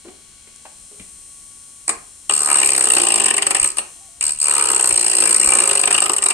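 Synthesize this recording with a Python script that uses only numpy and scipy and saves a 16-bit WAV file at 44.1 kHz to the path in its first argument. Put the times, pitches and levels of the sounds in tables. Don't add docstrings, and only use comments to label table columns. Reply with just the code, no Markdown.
import sys
import numpy as np
from scipy import signal
from scipy.fft import rfft, irfft, next_fast_len
from scipy.io import wavfile
from scipy.ndimage import uniform_filter1d, minimum_filter1d, map_coordinates

SR = 44100
rng = np.random.default_rng(int(sys.argv[2]) if len(sys.argv) > 2 else 0)


def gain_from_decibels(decibels):
    exponent = np.asarray(decibels, float) / 20
    return 10 ** exponent


def put_to_file(sound):
    columns = np.atleast_2d(sound).T
    safe = np.clip(columns, -1, 1)
    whole_steps = np.round(safe * 32767)
    wavfile.write(sys.argv[1], SR, whole_steps.astype(np.int16))


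N = 279153
T = np.arange(N) / SR

# time_s, speed_turns_per_s
SPEED = [(0.0, 74.79), (2.096, 74.81), (2.499, 72.76), (2.629, 67.09), (2.746, 67.53), (3.131, 55.75),
         (3.256, 43.16), (3.348, 54.66), (3.511, 42.13), (3.581, 63.6), (3.783, 75.34), (4.5, 73.65),
         (4.635, 65.49), (4.729, 65.21), (4.99, 57.5), (5.379, 56.09), (5.451, 68.49), (5.795, 45.65),
         (5.882, 57.46), (6.064, 49.47), (6.159, 62.56), (6.33, 36.03)]
# start_s, end_s
CUTS = [(2.29, 3.725), (4.205, 6.4)]
RUB_DB = -21
RASP_DB = -12


def unit(x):
    return x / np.sqrt(np.mean(x ** 2) + 1e-20)


def along(points, hz):
    f, value = np.transpose(points)
    return np.interp(np.log(hz + 1), np.log(f + 1), value)


def wobble(rate):
    knots = rng.standard_normal(int(N * 2000 / SR))
    return map_coordinates(knots, [T * rate])


def filtered(x, response):
    m = next_fast_len(N + SR // 2)
    return irfft(rfft(x, m) * response(np.fft.rfftfreq(m, 1 / SR)), m)[..., :N]


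def resonance(f, k, centre_hz, width_hz, db):
    damping = 1j * f * width_hz
    return (-1) ** k * gain_from_decibels(db) * damping / (centre_hz * centre_hz - f * f + damping)


def ring(x, modes, turn, spread_db, lean_db=0, drift_db=0):
    hz, m = np.linspace(0, SR / 2, 4096), next_fast_len(N + SR // 2)
    power = np.mean(abs(sum(resonance(hz, k, *mode) for k, mode in enumerate(modes))) ** 2)
    luck = rng.standard_normal((2, len(modes), turn.max() + 1))
    drift = unit(uniform_filter1d(luck[1], size=15))
    gains = gain_from_decibels(spread_db * luck[0] + drift_db * drift + lean_db)
    f = np.fft.rfftfreq(m, 1 / SR)
    spectrum = sum(rfft(x * gains[k][turn], m) * resonance(f, k, *mode) for k, mode in enumerate(modes))
    return irfft(spectrum, m)[:N] / np.sqrt(power)


def place(x, left_db, lag_s):
    gain = gain_from_decibels([[left_db / 2], [-left_db / 2]])
    sides = np.array([[1], [-1]])
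    return filtered(x, lambda f: gain * np.exp(-1j * np.pi * f * lag_s * sides))


def air():
    # pitch_hz, relative level_db per Hz
    floor_colour = [(15, -38), (25, -2), (277, -9), (485, -15.5), (1040, -16.5), (1120, -15), (1320, -20),
                    (1460, -21), (2050, -16.5), (3000, -20), (3900, -27), (6600, -120)]
    # time_s, relative level_db
    thumps = [(1.02, -50), (3.0, -50), (3.63, -39), (4.93, -41), (5.48, -37), (6.01, -48)]
    idle_db, cut_db, thump_s = -61, -53, 0.027

    def noise(apart):
        return rng.standard_normal(N) + apart * rng.standard_normal((2, N))

    def low_band(f):
        return (f / 25) ** 2 / (1 + (f / 25) ** 2) / (1 + (f / 70) ** 2)

    floor = gain_from_decibels(-56.5) * unit(filtered(noise(1.0), lambda f: gain_from_decibels(along(floor_colour, f))))
    shudder = unit(filtered(noise(0.48) * gain_from_decibels(1.5 * wobble(14)), low_band))
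    busy = sum((T > start) & (T < end) for start, end in CUTS) * 1.0
    busy = uniform_filter1d(busy, size=SR // 5)
    level = gain_from_decibels(idle_db + (cut_db - idle_db) * busy + 1.9 * wobble(7))
    level += sum(gain_from_decibels(db) * np.exp(-((T - s) / thump_s) ** 2) for s, db in thumps)
    return floor + level * shudder * gain_from_decibels([[1.5], [-1.5]])


def room(x):
    # pitch_hz, fall by 60 dB_s
    decay = [(200, 0.38), (2000, 0.39), (9000, 0.16)]
    out, step = np.zeros((2, N + 2 * SR)), SR // 3
    for start in range(0, N, step):
        hz, t, z = signal.stft(rng.standard_normal((2, SR // 2)), SR, nperseg=256)
        fading = z * gain_from_decibels(-60 * t / along(decay, hz)[:, None])
        tail = signal.istft(fading, SR, nperseg=256)[1]
        bass = signal.lfilter(*signal.butter(1, 700, fs=SR), tail)
        tail += 0.44 * (bass[::-1] - bass) / 2
        wet = signal.fftconvolve(x[None, start:start + step], tail / np.linalg.norm(tail[0]), axes=1)
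        late = start + 200
        out[:, late:late + wet.shape[1]] += wet
    return out[:, :N]


def hoot():
    # time_s, pitch_hz, level_db
    glide = [(3.95, 680, -67), (4.005, 692, -58), (4.01, 791, -52), (4.08, 770, -55), (4.09, 670, -53),
             (4.11, 673, -62), (4.19, 714, -59)]
    s, hz, db = np.transpose(glide)
    level = gain_from_decibels(np.interp(T, s, db, left=-120, right=-120))
    return level * np.sin(2 * np.pi * np.cumsum(np.interp(T, s, hz)) / SR)


def knocks():
    # time_s, relative level_db, middle pitch_hz, relative click_db, fall by 60 dB_s
    knock_list = [(0.047, -36.5, 370, -16, 0.32), (0.081, -36, 338, -4, 0.088), (0.473, -44, 330, 4, 0.076),
                  (0.651, -32.5, 753, -8, 0.1), (0.913, -46, 425, -20, 0.27), (.995, -36, 212, 2, 0.11),
                  (1.68, -50, 330, -20, 0.073)]
    out, t = np.zeros(N + SR), np.arange(SR // 4) / SR
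    for s, db, hz, click_db, t60 in knock_list:
        noise = rng.standard_normal((2, len(t)))
        thud = np.sin(2 * np.pi * hz * (0.78 * t + 0.0139 * (1 - np.exp(-t / 0.0278))))
        body = signal.lfilter(*signal.butter(1, [hz / 1.27, hz * 1.11], "band", fs=SR), noise[0])
        click = signal.lfilter(*signal.butter(2, [1900, 3100], "band", fs=SR), noise[1])
        blow = 0.51 * thud + 1.03 * unit(body) + gain_from_decibels(click_db + 1.5 - 500 * t) * unit(click)
        swell = 1 - np.exp(-t / 0.0014)
        out[round(s * SR):][:len(t)] += gain_from_decibels(db - 1.5 - 60 * t / t60) * swell * blow
    return out[:N]


def tick():
    # (pitch_hz, relative level_db)
    tick_tones = (0.561, 0.009, [(9200, -25), (7000, -31)])
    s, t60, tones = tick_tones
    t = np.clip(T - s, 0, 1)
    return sum(gain_from_decibels(db - 60 * t / t60) * np.sin(2 * np.pi * hz * t) for hz, db in tones)


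def shaft():
    return -0.83 + np.cumsum(np.interp(T, *np.transpose(SPEED))) / SR


def motor(angle):
    # time_s, high whine_db, low whine_db
    grip = [(0, -7.5, 0.5), (.5, -7, 1), (1, -2.5, 0), (1.5, -2.5, -0.5), (2.2, -3.5, -1), (3.899, -0.5, 2),
            (4.2, -5, -1.5)]
    # multiple of the shaft speed, relative level_db
    whine = [(1, -70), (3, -74), (15, -66), (19, -79), (20, -73), (21, -78), (25, -77), (30, -74),
             (35, -78), (38, -75), (41, -75), (43, -74), (44, -76), (54, -75), (55, -67), (57, -74),
             (65, -77), (68, -73), (74, -64), (81, -66), (82, -61), (99, -64), (101, -63), (103, -60),
             (104, -61), (107, -63), (109, -60), (110, -50), (111, -56), (112, -55), (113, -62), (115, -61),
             (116, -57), (117, -59), (119, -55), (123, -56), (124, -61), (125, -54), (126, -59), (129, -58),
             (130, -60)]
    # pitch_hz, relative level_db per Hz
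    brush_colour = [(880, -47), (1500, -28), (1770, -33), (3310, -19), (3600, -25.5), (4160, -16.5),
                    (4630, -22), (9090, -3.5), (10800, -8), (11100, -39), (11600, -9), (12400, -11),
                    (15000, -53)]
    fading_order, fade_s, fade_by_db = 55, 0.57, -10
    s, high_db, low_db = np.transpose(grip)
    high, low = gain_from_decibels(np.interp(T, s, high_db)), gain_from_decibels(np.interp(T, s, low_db))
    speed = np.gradient(angle) * SR
    free = gain_from_decibels(-2 * np.maximum(73.5 - speed, 0))
    fade_db = 1.5 + fade_by_db / (1 + np.exp(np.clip((fade_s - T) / .03, -30, 30)))
    tones = 0
    for order, db in whine:
        level_db = db + 4 + fade_db * (order == fading_order) + 3.2 * wobble(2)
        phase = rng.random() + np.array([[0], [rng.normal(0, .1)]])
        tone = np.sin(2 * np.pi * (order * angle + phase))
        tones = tones + (high if order > 80 else low) * gain_from_decibels(level_db) * tone
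    pattern = irfft(rng.standard_normal((2, 210)) + 1j * rng.standard_normal((2, 210)), 4096)
    rattle = pattern[:, (angle % 1 * 4096).astype(int)]
    once_twice = np.cos(2 * np.pi * angle) + np.cos(4 * np.pi * angle + 1)
    gate = gain_from_decibels(0.23 * once_twice + 1.7 * np.cos(10 * np.pi * angle))

    def colour(x):
        return unit(filtered(gate * x, lambda f: gain_from_decibels(along(brush_colour, f))))

    hiss = colour(rng.standard_normal((2, N)) + 0.057 * rng.standard_normal(N))
    mix = free * colour(rattle + .6 * rattle[::-1]) + gain_from_decibels(-.5) * hiss
    treble = filtered(mix, lambda f: 1 / (1 + (5800 / (f + 1)) ** 6))
    noise = gain_from_decibels(-41.0) * (high * treble + low * (mix - treble))
    return (free * tones + noise) * gain_from_decibels([[2.2], [-2.2]])


def bites(angle):
    # time_s, relative disc_db, shank_db, pipe_db
    feed = [(2.291, -14.5, -17, -23.5), (2.32, -17, -31.5, -26), (2.35, -18, -33.5, -40.5),
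            (2.41, -16, -37, -31), (2.45, -16, -35, -35.5), (2.475, -17, -30.5, -27.5),
            (2.58, -12.5, -21.5, -25), (2.66, -13, -24.5, -30), (2.88, -13, -26, -27.5),
            (3.25, -11.5, -23, -24.5), (3.5, -15, -21, -24.5), (3.648, -14.5, -31, -34.5),
            (3.72, -24, -50, -68), (4.2, -15.5, -27, -40), (4.3, -15, -38, -39), (4.345, -28, -51, -67),
            (4.384, -36.5, -47, -61), (4.4, -14, -38.5, -43), (4.52, -15.5, -27.5, -26.5),
            (4.88, -12, -31.5, -28.5), (5.03, -11, -30, -32), (5.25, -11, -29.5, -26),
            (5.45, -10.5, -30, -29.5), (5.57, -11.5, -27, -23.5), (5.9, -13, -24, -25.5),
            (6.12, -14, -29, -30), (6.18, -15.5, -31.5, -35.5), (6.33, -11, -25.5, -26.5)]
    # time_s, bite level_db, share of the turn in contact
    slams = [(2.295, -1.5, 0.19), (3.339, -4, 0.36), (3.365, -1.5, 0.39), (3.421, 0.5, 0.37),
             (3.466, 0.5, 0.25), (3.506, 3.5, 0.37), (3.547, 4.5, 0.23), (3.598, 1.5, .08),
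             (3.643, 5.5, 0.24), (4.21, -0.5, .1), (4.401, -3.5, 0.12), (5.814, 0, .07),
             (5.856, 1.5, 0.072), (5.906, 0.5, 0.53), (5.965, -2, 0.071), (6.003, 0, 0.096),
             (6.095, 2, 0.11), (6.118, -3.5, .06), (6.164, 0, .3), (6.222, 1, 0.34), (6.285, -1, .1)]
    # time_s, bite level_db
    skips = [(2.448, -3), (3.329, -32), (3.404, -37), (3.445, -36), (3.488, -26), (3.53, -29), (3.584, -10),
             (3.632, 0), (3.704, 0), (4.673, -3), (4.78, -5), (5.382, -8), (5.462, -6), (5.89, -32),
             (6.081, -15), (6.151, -24), (6.203, -35)]
    # middle time_s, relative disc_db, shank_db, pipe_db, first graze_db
    taps = [(1.895, -8.5, -23.5, -27, -8.5), (3.786, -10, -28.5, -30.5, -9)]
    # time_s, pipe tilt_db per octave, deeper bite of every other turn_db (sign: which)
    groove = [(2.3, 1, 0), (2.5, 4, 0), (2.6, 0, 0), (2.65, -2, 2.5), (2.85, -1, 2.5), (3.07, -1, 2),
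              (3.15, -1, .5), (3.32, -1, 1), (3.35, -1, 4), (3.39, -1, 4), (3.42, 0, 1), (3.6, 0, 0),
              (4.45, 4, 0), (4.6, 2, 0), (4.69, 1, 0), (4.71, 0, -3), (4.8, 0, -2.5), (4.84, 0, 3),
              (4.98, -1, 3), (5.02, -1, -.5), (5.46, -1, 0), (5.5, -1, 2), (5.57, -1, 2), (5.62, -1, 0),
              (5.79, -1, 0), (5.82, 0, -4), (6.01, 0, -4), (6.14, 0, -2.5), (6.2, 0, 3), (6.33, 0, 3)]
    turn = np.floor(angle + .5).astype(int) + 1
    luck = rng.standard_normal((turn.max() + 1, 5))
    middle_s = np.interp(np.arange(len(luck)) - 1, angle, T)

    def nearest(s):
        return np.argmin(abs(middle_s - s))

    s, *levels = np.transpose(feed)
    disc_db, shank_db, pipe_db = (np.interp(middle_s, s, c) for c in levels)
    slowing = np.maximum(75 - np.interp(middle_s, *np.transpose(SPEED)), 0)
    touching = sum((middle_s > start) & (middle_s < end) for start, end in CUTS)
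    bite_db = (.5 + .04 * slowing) * luck[:, 0]
    dig_free = 0.0028
    dig = dig_free + 0.0015 * slowing
    share = (0.22 + 0.0035 * slowing) * gain_from_decibels(1.4 * luck[:, 1])
    share = np.clip(share, .02, .7)
    lead = .23 + (0.003 + 0.0022 * slowing) * luck[:, 2]
    soften_db = -0.1 * slowing
    for s, level_db, contact in slams:
        k = nearest(s + .003)
        lead[k] = k - 1 - np.interp(s, T, angle)
        bite_db[k], share[k], dig[k], soften_db[k] = level_db, contact, dig_free, soften_db[k] / 3
        glance_db = -7 * (contact < .1)
        shank_db[k], pipe_db[k] = shank_db[k] + glance_db, pipe_db[k] + glance_db
    for s, level_db in skips:
        bite_db[nearest(s)] = level_db
    for s, *tap_db, graze_db in taps:
        three = slice(nearest(s) - 1, nearest(s) + 2)
        touching[three], share[three] = 1, 0.037
        disc_db[three], shank_db[three], pipe_db[three] = tap_db
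        bite_db[three] = graze_db, 0, -28
    since = angle - (turn - 1) + lead[turn]
    rise = np.clip(since / dig[turn], 0, 1)
    release = gain_from_decibels(-110 * np.clip(since - share[turn], 0, 1) - 6.7 * since)
    press = (touching * gain_from_decibels(bite_db) / np.sqrt(share + 0.12))[turn]
    load = (release + gain_from_decibels(RUB_DB)) * press
    sudden = np.diff(np.clip(since / 0.014, 0, 1) * load, prepend=0)
    s, tilt_db, alternate_db = np.transpose(groove)
    return dict(
        turn=turn, slowing=slowing, soften_db=soften_db, press=press, hold=rise * release,
        strike=np.maximum(sudden, 0) * gain_from_decibels(soften_db[turn]),
        drag=gain_from_decibels(12.3 * np.clip(since, 0, .35) - 1.5),
        disc_db=disc_db, shank_db=shank_db, pipe_db=pipe_db, shank_luck=luck[:, 3], pipe_luck=luck[:, 4],
        tilt_db=np.interp(middle_s, s, tilt_db),
        deeper_db=np.interp(middle_s, s, alternate_db) * (-1) ** np.arange(len(luck)))


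def scrape(bite, spiky_db, rub_db):
    spiky = rng.standard_normal(N) * gain_from_decibels(spiky_db * rng.standard_normal(N))
    return (bite["hold"] + gain_from_decibels(rub_db)) * bite["press"] * unit(spiky)


def pipe_sound(bite):
    # pitch_hz, width_hz, relative level_db
    pipe_modes = [(151, 54, -16), (217, 6.9, -4), (350, 41, -0.5), (406.5, 8.2, 2.5), (455.6, 26.6, -4.5),
                  (552.7, 19.4, -1), (770, 145, -2.5), (945, 32, 1), (1057, 78, 1), (1252, 73, 3.5),
                  (1565, 430, -4.5)]
    turn = bite["turn"]
    growl = (54.2 + 0.65 * bite["slowing"])[turn] * bite["strike"]
    growl = filtered(growl, lambda f: 1 / (1 + 1j * f / 870))
    blow = 1.2 * bite["drag"] * scrape(bite, 0.91, RASP_DB) + growl
    level_db = bite["pipe_db"] + 1.25 * bite["deeper_db"] + 1.33 * bite["pipe_luck"]
    tilt_db = np.log2(np.array(pipe_modes)[:, :1] / 700) * bite["tilt_db"]
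    pipe = ring(blow * gain_from_decibels(level_db[turn]), pipe_modes, turn, 0.57, tilt_db, drift_db=2.0)
    pipe = filtered(pipe, lambda f: (1j * f / (1j * f + 110)) ** 2)
    return gain_from_decibels(-9.5) * np.pad(pipe, (60, 0))[:N]


def shank_sound(bite):
    # pitch_hz, width_hz, relative level_db
    shank_modes = [(1853, 290, -6), (2387, 138, 3.5), (2810, 274, 2), (3850, 150, -9)]
    turn = bite["turn"]
    level_db = bite["shank_db"] + 1.4 * bite["deeper_db"] + 1.5 * bite["shank_luck"]
    blow = bite["drag"] * scrape(bite, 0.45, RASP_DB) + 0.6 * bite["strike"]
    shank = ring(blow * gain_from_decibels(level_db[turn]), shank_modes, turn, 2.2, drift_db=2.5)
    return gain_from_decibels(-4.5) * np.pad(shank, (30, 0))[:N]


def disc_sound(bite):
    # pitch_hz, width_hz, relative level_db
    disc_modes = [(4140, 173, -21.5), (4870, 260, -22.5), (5140, 420, -24.5), (6540, 64, -20),
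                  (7030, 1280, -15.5), (7780, 150, -19.5), (7750, 32, -5.5), (8312, 233, 7),
                  (8180, 91, 0.5), (8430, 180, -0.5), (9070, 52, 1.5), (9220, 167, -5), (11650, 51, -7),
                  (12300, 140, -24.5), (15200, 210, -24)]
    # pitch_hz, relative level_db
    apart = [(3000, -0.5), (5000, 13.5), (7500, -9), (9000, -4), (11000, 8.5), (15000, -10)]
    turn, slowing, strike = bite["turn"], bite["slowing"], bite["strike"]
    chatter_db = np.clip(1 - .3 * bite["soften_db"], 0, 3.8)[turn]
    chatter = gain_from_decibels(chatter_db * wobble(380) - .115 * chatter_db ** 2)
    offset_hz = np.array(disc_modes)[:, :1] - 8330
    lean_db = 0.23 * (slowing - 10) * np.sign(offset_hz) * (abs(offset_hz) < 400)
    lean_db = lean_db + bite["deeper_db"] * (offset_hz < -1500)
    come_and_go = unit(uniform_filter1d(rng.standard_normal((len(disc_modes), len(slowing))), size=4))
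    lean_db = lean_db + 4 * (offset_hz > 2500) * come_and_go
    level = gain_from_decibels(bite["disc_db"][turn])

    def struck():
        blow = chatter * scrape(bite, 0.41, RUB_DB) + 20 * strike
        return ring(blow * level, disc_modes, turn, 1.1, lean_db, drift_db=.9)

    def crack_band(f):
        return (1j * f / (1j * f + 2500)) ** 2 / (1 + 1j * f / 7000) ** 2

    shared, lobes = struck(), filtered(struck(), lambda f: gain_from_decibels(along(apart, f)))
    crack = filtered(gain_from_decibels(11.5) * level * strike * rng.standard_normal(N), crack_band)
    shared = shared + crack
    return gain_from_decibels(1.0) * np.array([shared + lobes, shared - 0.69 * lobes])


def scene():
    angle = shaft()
    bite = bites(angle)
    disc, shank, pipe = disc_sound(bite), shank_sound(bite), pipe_sound(bite)
    bench = knocks()
    direct = disc * gain_from_decibels([[.3], [-.3]]) + place(shank, 11.4, 0.001035) + place(pipe + bench, 2.4, 1e-4)
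    spill = gain_from_decibels(-10.5) * disc[0]
    wet = room(spill + gain_from_decibels(-8.5) * shank + gain_from_decibels(-4.0) * pipe + gain_from_decibels(-6) * bench)
    return direct + wet + motor(angle) + hoot() + tick() * gain_from_decibels([[2], [-2]]) + air()


def limited(x, top):
    need = np.minimum(1, top / (abs(x).max(axis=0) + 1e-9))
    return x * uniform_filter1d(minimum_filter1d(need, size=61), size=61)


def top_cut(x):
    return signal.sosfilt(signal.butter(12, 15940, fs=SR, output="sos"), x)


def record(dry):
    # pitch_hz, gain_db
    mic_treble = [(6000, -1.5), (9500, -2.5), (10800, -14.5), (13000, -11), (16000, -32)]
    heard = filtered(dry, lambda f: gain_from_decibels(along(mic_treble, f)))
    return top_cut(limited(heard, top=0.97))


dry = scene()
out = record(dry)
put_to_file(out)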